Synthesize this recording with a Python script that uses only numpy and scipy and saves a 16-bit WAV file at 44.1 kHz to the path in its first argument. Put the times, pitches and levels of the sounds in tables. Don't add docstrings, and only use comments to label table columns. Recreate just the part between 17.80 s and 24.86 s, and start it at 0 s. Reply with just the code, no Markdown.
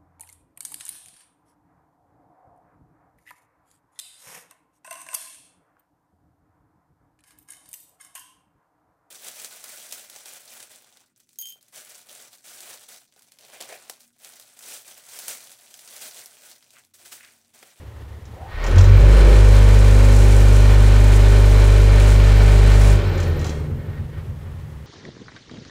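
import sys
import numpy as np
from scipy import signal
from scipy.fft import rfft, irfft, next_fast_len
from scipy.io import wavfile

SR = 44100
rng = np.random.default_rng(int(sys.argv[2]) if len(sys.argv) > 2 else 0)


def transcribe(u):
    v = np.clip(np.atleast_2d(u).T, -1, 1)
    q = np.round(v * 32767).astype(np.int16)
    wavfile.write(sys.argv[1], SR, q)


N = 311346
T = np.arange(N) / SR
RUN_HZ = 50.15
ON_S, SPIN_UP_S, OFF_S = .44, .9, 5.13

# (f/Hz, width/Hz, lift/dB)
WALL_RESONANCES = [(589.06, 29, -0.5), (1513, 36, 3.5), (1835.6, 82, 5.5), (2351, 227, -2.5),
                   (3116, 51, 5.5), (4119.1, 265, 4), (7409, 200, 2), (9080, 180, 5), (9810, 130, 6)]
# (level/dB, droop/(dB/Hz) below full speed, waking time/s,
# rise/(dB/s), drop at switch-off/dB, drop time/s, lingering time/s, final fall/(dB/s))
PANEL_RESPONSE = (-26.6, .2, .45, 170, 2, .15, .43, 17)


def motor_hz(ease=2.6, coast_s=2.1):
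    rise = 1 - np.clip(1 - (T - ON_S) / SPIN_UP_S, 0, 1) ** ease
    return RUN_HZ * rise * np.exp(-np.maximum(T - OFF_S, 0) / coast_s)


def in_step(locked_s=1.62, settle_s=.5, unsettle_s=.3):
    return np.clip(np.minimum(1 + (T - locked_s) / settle_s, 1 - (T - OFF_S) / unsettle_s), 0, 1)


def shaken(response):
    db, droop, wake_s, rise, drop_db, drop_s, linger_s, fall = response
    db = db - droop * (RUN_HZ - motor_hz()) - drop_db * np.clip((T - OFF_S) / drop_s, 0, 1)
    return amp(db - rise * np.maximum(ON_S + wake_s - T, 0) - fall * np.maximum(T - OFF_S - linger_s, 0))


def surge(layer):
    # (t/s, half-length/s, panel gain/dB, steel gain/dB, grit gain/dB)
    surges = [(1.398, 0.205, 5, 2, -2), (2.41, 0.26, 1, -0.4, 3.5), (4.25, 0.093, 0, 1, 1.5),
              (4.547, 0.135, -1, 1.5, -2), (5.074, 0.106, -0.5, -0.39, 2.5)]
    column = 2 + ("panels", "steel", "grit").index(layer)
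    return amp(sum(row[column] * swell(row[0], row[1]) for row in surges))


def boom(turns, overshoot_db=2, overshoot_s=.53):
    swing_response = (-9.7, 1.2, .33, 200, 9, .09, .45, 60)
    # (t/s, level/dB)
    overtone = [(.74, -36), (.86, -37.5), (.98, -6.5), (1.24, -12), (1.37, -24), (1.62, -15), (5.15, -16),
                (5.52, -18.5), (5.85, -32.5)]
    # (first t/s, spacing/s, half-width/s, first depth, later depth)
    sways = [(1.055, 0.1564, 0.0202, 0.53, 1), (5.225, 0.1162, 0.025, 0.72, 0.66)]
    angle = 2 * np.pi * turns
    swing = shaken(swing_response) * amp(overshoot_db * swell(ON_S + SPIN_UP_S, overshoot_s))
    choke = sum(swell(s + k * spacing, width) * (later if k else first)
                for s, spacing, width, first, later in sways for k in range(4))
    lead = np.pi * .45 * (1 - in_step())
    second = envelope(overtone) * np.maximum(1 - choke, 0) * np.cos(2 * angle + lead)
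    third = amp(-20 + .94 * drift(15)) * np.cos(3 * angle - 1.1)
    rock = amp(-26 + 2 * drift(10)) * np.cos(1.5 * angle)
    return np.sqrt(2) * (swing * (np.cos(angle) + third + rock) + second)


def panel_buzz(turns, buzz_db=-.5, drum_db=-6.5, free=.458, tight=.938):
    # (multiple of the rate, level/dB)
    partials = [(4, -4.5), (4.5, -10.0), (5, -0.5), (6, -14.5), (6.5, -11.5), (7, -3.0), (8, 0.0),
                (8.5, -8.0), (9, -3.0), (10, -6.5), (10.5, -12.0), (11, -5.5), (11.5, -11.0), (12, -3.0),
                (13, -13.5), (14, -17.5), (16, -12.5), (18, -13.5), (19, -15.0), (20, -14.0), (21, -14.0)]
    # (f/Hz, width/Hz, early gain/dB, late gain/dB)
    shifting = [(533, 36.2, 4.5, -5), (424.4, 29, -2, 2), (601, 29.95, -5.5, 0.5), (202, 28, 2, 0.5)]
    # (f/Hz, level/dB)
    drum_spectrum = [(65, -12), (110, -8), (195, -16), (257, -12.5), (295, -20), (335, -12.5), (419, -9.5),
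                     (498, -15), (588, -14), (678, -37.5), (800, -26), (1040, -31), (1760, -120)]
    progress = np.interp(T, (2.4, 3.33), [0, 1])
    lines = np.zeros(N)
    for multiple, db in partials:
        wander = (.231 + .386 * (multiple % 1)) * drift(14)
        shift_db = sum(np.exp(-((multiple * RUN_HZ - hz) / width) ** 2 / 2)
                       * (early + (late - early) * progress) for hz, width, early, late in shifting)
        gain = amp(db + shift_db + 1.61 * drift(4))
        lines += gain * np.cos(2 * np.pi * (multiple * turns + rng.random()) + wander)
    pulsing = 1 + .5 * np.cos(4 * np.pi * turns)
    drumming = colour(rng.standard_normal(N) * pulsing, drum_spectrum, WALL_RESONANCES)
    locked = free + (tight - free) * in_step()
    loose = np.sqrt(amp(drum_db) ** 2 + np.maximum(1 - locked ** 2, 0))
    panels = amp(buzz_db) * locked * evened(lines) + loose * drumming
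    return shaken(PANEL_RESPONSE) * surge("panels") * panels


def contacts(turns, count, tight_s, loose_s, spread_db, t60, tail, limp=.227):
    out, t = np.zeros(N), np.arange(8192) / SR
    starts, unsettled = np.arange(int(turns[-1])), 1 - in_step()
    for k, jitter_s in enumerate(rng.permutation(np.geomspace(tight_s, loose_s, count))):
        late, size = rng.standard_normal((400, 2))[:len(starts)].T
        s = np.interp(starts + (k + .6 * rng.random()) / count, turns, T)
        s += (jitter_s + .001 * np.interp(s, T, unsettled)) * late
        alternation = 1 + limp * (-1) ** (starts + k)
        strength = amp(spread_db * np.clip(size, -2, 2)) * alternation
        blows = np.bincount(np.clip(s * SR, 0, N).astype(int), strength, N + 1)[:N]
        impact = rng.standard_normal(len(t)) * (np.exp(-t / .000379) + tail * amp(-60 * t / t60))
        out += signal.oaconvolve(blows, impact)[:N]
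    return out


def rattle(turns, steel_db=1.5, grit_db=3, dull_hz=2200, soft=.723):
    # (f/Hz, level/dB)
    steel_spectrum = [(320, -29.5), (550, -5), (597, -4.5), (687, -8), (819, -8.5), (1160, -10),
                      (1500, -8.5), (1630, -14.5), (1790, -11.5), (2010, -14.5), (2350, -7.5),
                      (2580, -14.5), (4110, -19), (4840, -22), (9000, -37), (11700, -56.5), (19800, -120)]
    grit_spectrum = [(2650, -26), (4500, -8), (5710, -0.5), (6050, -1.5), (7600, 1), (8340, -3),
                     (8930, 0.5), (9450, -10.5), (10100, -6), (12600, -12.5), (13200, -22.5), (13900, -17),
                     (15600, -12.5)]
    steel_response = (-32, .5, 0.3487, 89.5, 5, 0.58, 0.58, 82.5)
    grit_response = (-44, 2.5, 0.8866, 44.5, 7, 0.04, 1.02, 28)
    steel = contacts(turns, count=10, tight_s=.00009, loose_s=.003, spread_db=3, t60=.203, tail=.582)
    steel = colour(steel, steel_spectrum, WALL_RESONANCES)
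    hardness = soft + (1 - soft) * in_step()
    steel = hardness * steel + (1 - hardness) * signal.filtfilt(*signal.butter(2, dull_hz, fs=SR), steel)
    grit = contacts(turns, count=6, tight_s=.000008, loose_s=.0005, spread_db=2.5, t60=.085, tail=.576)
    grit = colour(grit, grit_spectrum, WALL_RESONANCES)
    steel *= amp(steel_db + .5 * drift(11)) * shaken(steel_response) * surge("steel")
    grit *= amp(grit_db + .636 * drift(14)) * shaken(grit_response) * surge("grit")
    return steel + grit


def thin_ring(ring_db=-33, follow=.883):
    spectrum = [(12800, -70.5), (13700, -22), (14020, 2), (14320, -12.5), (15200, -73.5)]
    band = colour(rng.standard_normal(N), spectrum)
    return amp(ring_db + 2 * drift(45)) * shaken(PANEL_RESPONSE) ** follow * band


def shudder(shudder_db=-28, after_s=.394, half_s=.234):
    spectrum = [(20, -35), (42, -9.5), (60, -17), (88, 4.5), (130, .5), (200, -18), (500, -23),
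                (1500, -53.5)]
    return amp(shudder_db) * swell(OFF_S + after_s, half_s) * colour(rng.standard_normal(N), spectrum)


def switch_and_chains(hit_db=-5, jingle_db=-36, follow=.348, hit_s=.009128, ring_s=.109):
    # (t/s, relative level/dB)
    impacts = [(0.4537, -48), (0.8407, -32), (0.8645, -29.5), (0.9107, -34.5), (0.9588, -35), (0.983, -23),
               (1.0091, -29), (1.043, -30.5), (1.1997, -41), (5.3778, -35.5), (5.4012, -31), (5.429, -34.5),
               (5.5929, -38.5), (5.6128, -38.5), (5.6445, -29.5), (5.666, -32), (5.694, -32)]
    # (f/Hz, level/dB)
    hit_spectrum = [(500, -21), (1200, -22.5), (2500, -4), (4500, -5), (5800, -1.5), (7400, -3.5),
                    (8600, -20.5), (12000, -23.5), (15500, -28)]
    # (f/Hz, level/dB)
    link_modes = [(2710, -6), (3268, 0), (4052, -2), (4344, -5), (5523, -8), (6245, -8), (7068, -8),
                  (8360, -7), (9641, -7)]
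    hits, energy, t = np.zeros(N), np.zeros(N), np.arange(SR // 2) / SR
    decay = np.exp(-t / hit_s) + .215 * np.exp(-t / .082)
    for s, db in impacts:
        add(hits, s, amp(db + hit_db) * colour(rng.standard_normal(len(t)), hit_spectrum) * decay)
        add(energy, s, (amp(follow * db) * np.exp(-t / ring_s)) ** 2)
    links = sum(amp(db + 2 * drift(13)) * np.cos(2 * np.pi * hz * T + drift(25)) for hz, db in link_modes)
    return hits + amp(jingle_db) * np.sqrt(energy) * (motor_hz() / RUN_HZ) ** 2 * evened(links)


def hinge(hinge_db=-1, arch=.56):
    # (t/s, length/s, relative level/dB)
    grates = [(0.679, 0.485, -37.5), (5.299, 0.606, -44.5), (5.96, 0.292, -49), (6.315, 0.1, -47)]
    rasp = [(400, -40), (1300, -10.5), (2200, -17), (4500, -24.5), (6000, -42)]
    resonances = [(1503, 61, 7.73), (1862, 80, 15.5), (2178, 110, 10.2)]
    grate = colour(rng.standard_normal(N), rasp, resonances)
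    strokes = sum(amp(db) * abs(np.sin(np.pi * np.clip((T - s) / length, 0, 1))) ** arch
                  for s, length, db in grates)
    return amp(hinge_db + 2 * drift(50)) * strokes * grate


def knocks(thud_db=-2, clatter_db=-3, rock_s=.288):
    # (t/s, thud level/dB, clatter level/dB), levels relative
    tailgate_knocks = [(0.679, -48.5, -48), (.715, -52, -39), (.768, -29, -37), (.84, -31.5, -27.5),
                       (.9, -29.5, -29.5), (.965, -21, -24), (5.645, -32.5, -31.5)]
    # (first t/s, thud level/dB, clatter level/dB, loss per rock/dB)
    bumps = [(5.79, -17.5, -40.5, 1.5), (5.904, -13.5, -42, 3.5)]
    # (f/Hz, level/dB, t60/s)
    bed_modes = [(41.44, -15, 0.78), (86.82, 1, 0.32), (97.43, -0.5, 0.256), (128.92, -8, 0.71),
                 (223.6, -12, 0.257)]
    spectrum = [(150, -20.5), (400, 3), (1200, 2), (1900, -5.5), (2600, -9.5), (8000, -50.5)]
    out, t = np.zeros(N), np.arange(SR // 2) / SR
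    rocking = [(s + k * rock_s, low - k * loss, high - k * loss)
               for s, low, high, loss in bumps for k in range(4)]
    for s, low_db, high_db in tailgate_knocks + rocking:
        clatter = colour(rng.standard_normal(len(t)), spectrum)
        clatter *= np.exp(-t / .0613) * (1 - np.exp(-t / .0039))
        thud = ring(bed_modes, t) * (1 - np.exp(-t / .0103))
        add(out, s, amp(low_db + thud_db) * thud + amp(high_db + clatter_db) * clatter)
    return out


def whine(turns, cycles_per_turn=32, whine_db=-44, housing_hz=790):
    angle = 2 * np.pi * cycles_per_turn * turns
    tone = np.cos(angle + drift(220)) + .42 * np.cos(1.3 * angle + 2 * drift(250))
    tone += .28 * np.cos(2 * angle + drift(180)) + .76 * np.cos(2 * angle / 3 + 2 * drift(200))
    tone *= amp(whine_db + 2.86 * drift(100.93)) * swell(ON_S + .168, half_s=.129)
    return tone + 2.6 * signal.lfilter(*signal.iirpeak(housing_hz, Q=14, fs=SR), tone)


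def engine(firing_hz=35.56, engine_db=2, noise_db=-43):
    # (multiple of the firing rate, relative level/dB)
    orders = [(1, -62.5), (2, -43.5), (2.5, -56), (3, -47.5), (3.5, -58.5), (4, -68)]
    # (f/Hz, level/dB)
    idle_spectrum = [(20, -42), (35, -24.5), (55, -1.5), (91, -2), (122, -10), (199, -19), (520, -20),
                     (632, -25.5), (946, -25), (1620, -31.5), (1850, -28), (2360, -35), (3180, -35.5),
                     (4630, -42), (15600, -48.5)]
    firings = np.cumsum(firing_hz * (1 + .00733 * drift(8))) / SR
    tones = sum(amp(db + drift(24)) * np.cos(2 * np.pi * (k * firings + rng.random())) for k, db in orders)
    noise = colour(rng.standard_normal(N), idle_spectrum) * amp(noise_db + .75 * drift(60))
    return amp(engine_db) * (np.sqrt(2) * tones + noise)


def pump_hum(low_hz=150.86, high_hz=222):
    # (t/s after switch-off, level/dB, rise/(dB/s), fall/(dB/s))
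    crest = (0.28, -29, 7.5, 9.5)
    lag_s, top_db, rise, fall = crest
    top_s = OFF_S + lag_s
    hum = np.cos(2 * np.pi * low_hz * T + .28 * drift(15))
    hum += .254 * np.cos(2 * np.pi * high_hz * T + drift(11))
    db = top_db - np.maximum(rise * (top_s - T), fall * (T - top_s))
    return np.sqrt(2) * amp(db + 2.05 * drift(15)) * hum


def amp(db):
    return 10 ** (np.asarray(db) / 20)


def evened(x):
    return x / np.sqrt(np.mean(x ** 2) + 1e-20)


def envelope(points):
    s, db = np.transpose(points)
    outside = np.maximum(s[0] - T, 0) + np.maximum(T - s[-1], 0)
    return amp(np.interp(T, s, db) - 200 * outside)


def swell(s, half_s):
    return np.exp(-((T - s) / half_s) ** 2)


def drift(per_s):
    knots = rng.standard_normal(4096)
    return evened(np.interp(T * per_s, np.arange(len(knots)), knots))


def colour(x, points, peaks=()):
    size = next_fast_len(len(x))
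    hz = np.fft.rfftfreq(size, 1 / SR)
    point_hz, point_db = np.transpose(points)
    db = np.interp(np.log(hz + 1), np.log(point_hz + 1), point_db)
    db += sum(lift / (1 + (2 * (hz - f) / width) ** 2) for f, width, lift in peaks)
    return evened(irfft(rfft(x, size) * amp(db), size)[:len(x)])


def ring(modes, t):
    return sum(amp(db - 60 * t / t60) * np.sin(2 * np.pi * hz * t * (1 + .0015 * rng.standard_normal()))
               for hz, db, t60 in modes)


def add(mix, s, sound):
    part = mix[round(s * SR):][:len(sound)]
    part += sound[:len(part)]


def scene():
    turns = np.cumsum(motor_hz() * (1 + .0004 * drift(6))) / SR
    bed = boom(turns) + panel_buzz(turns) + rattle(turns) + thin_ring() + shudder()
    return (bed + switch_and_chains() + hinge() + knocks() + whine(turns) + engine() + pump_hum())[None]


def record(dry):
    lowpass = signal.firwin(511, 15700, window=("kaiser", 9), fs=SR)
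    return signal.oaconvolve(np.clip(dry, -1, 1), lowpass[None], "same")


dry = scene()
out = record(dry)
transcribe(out)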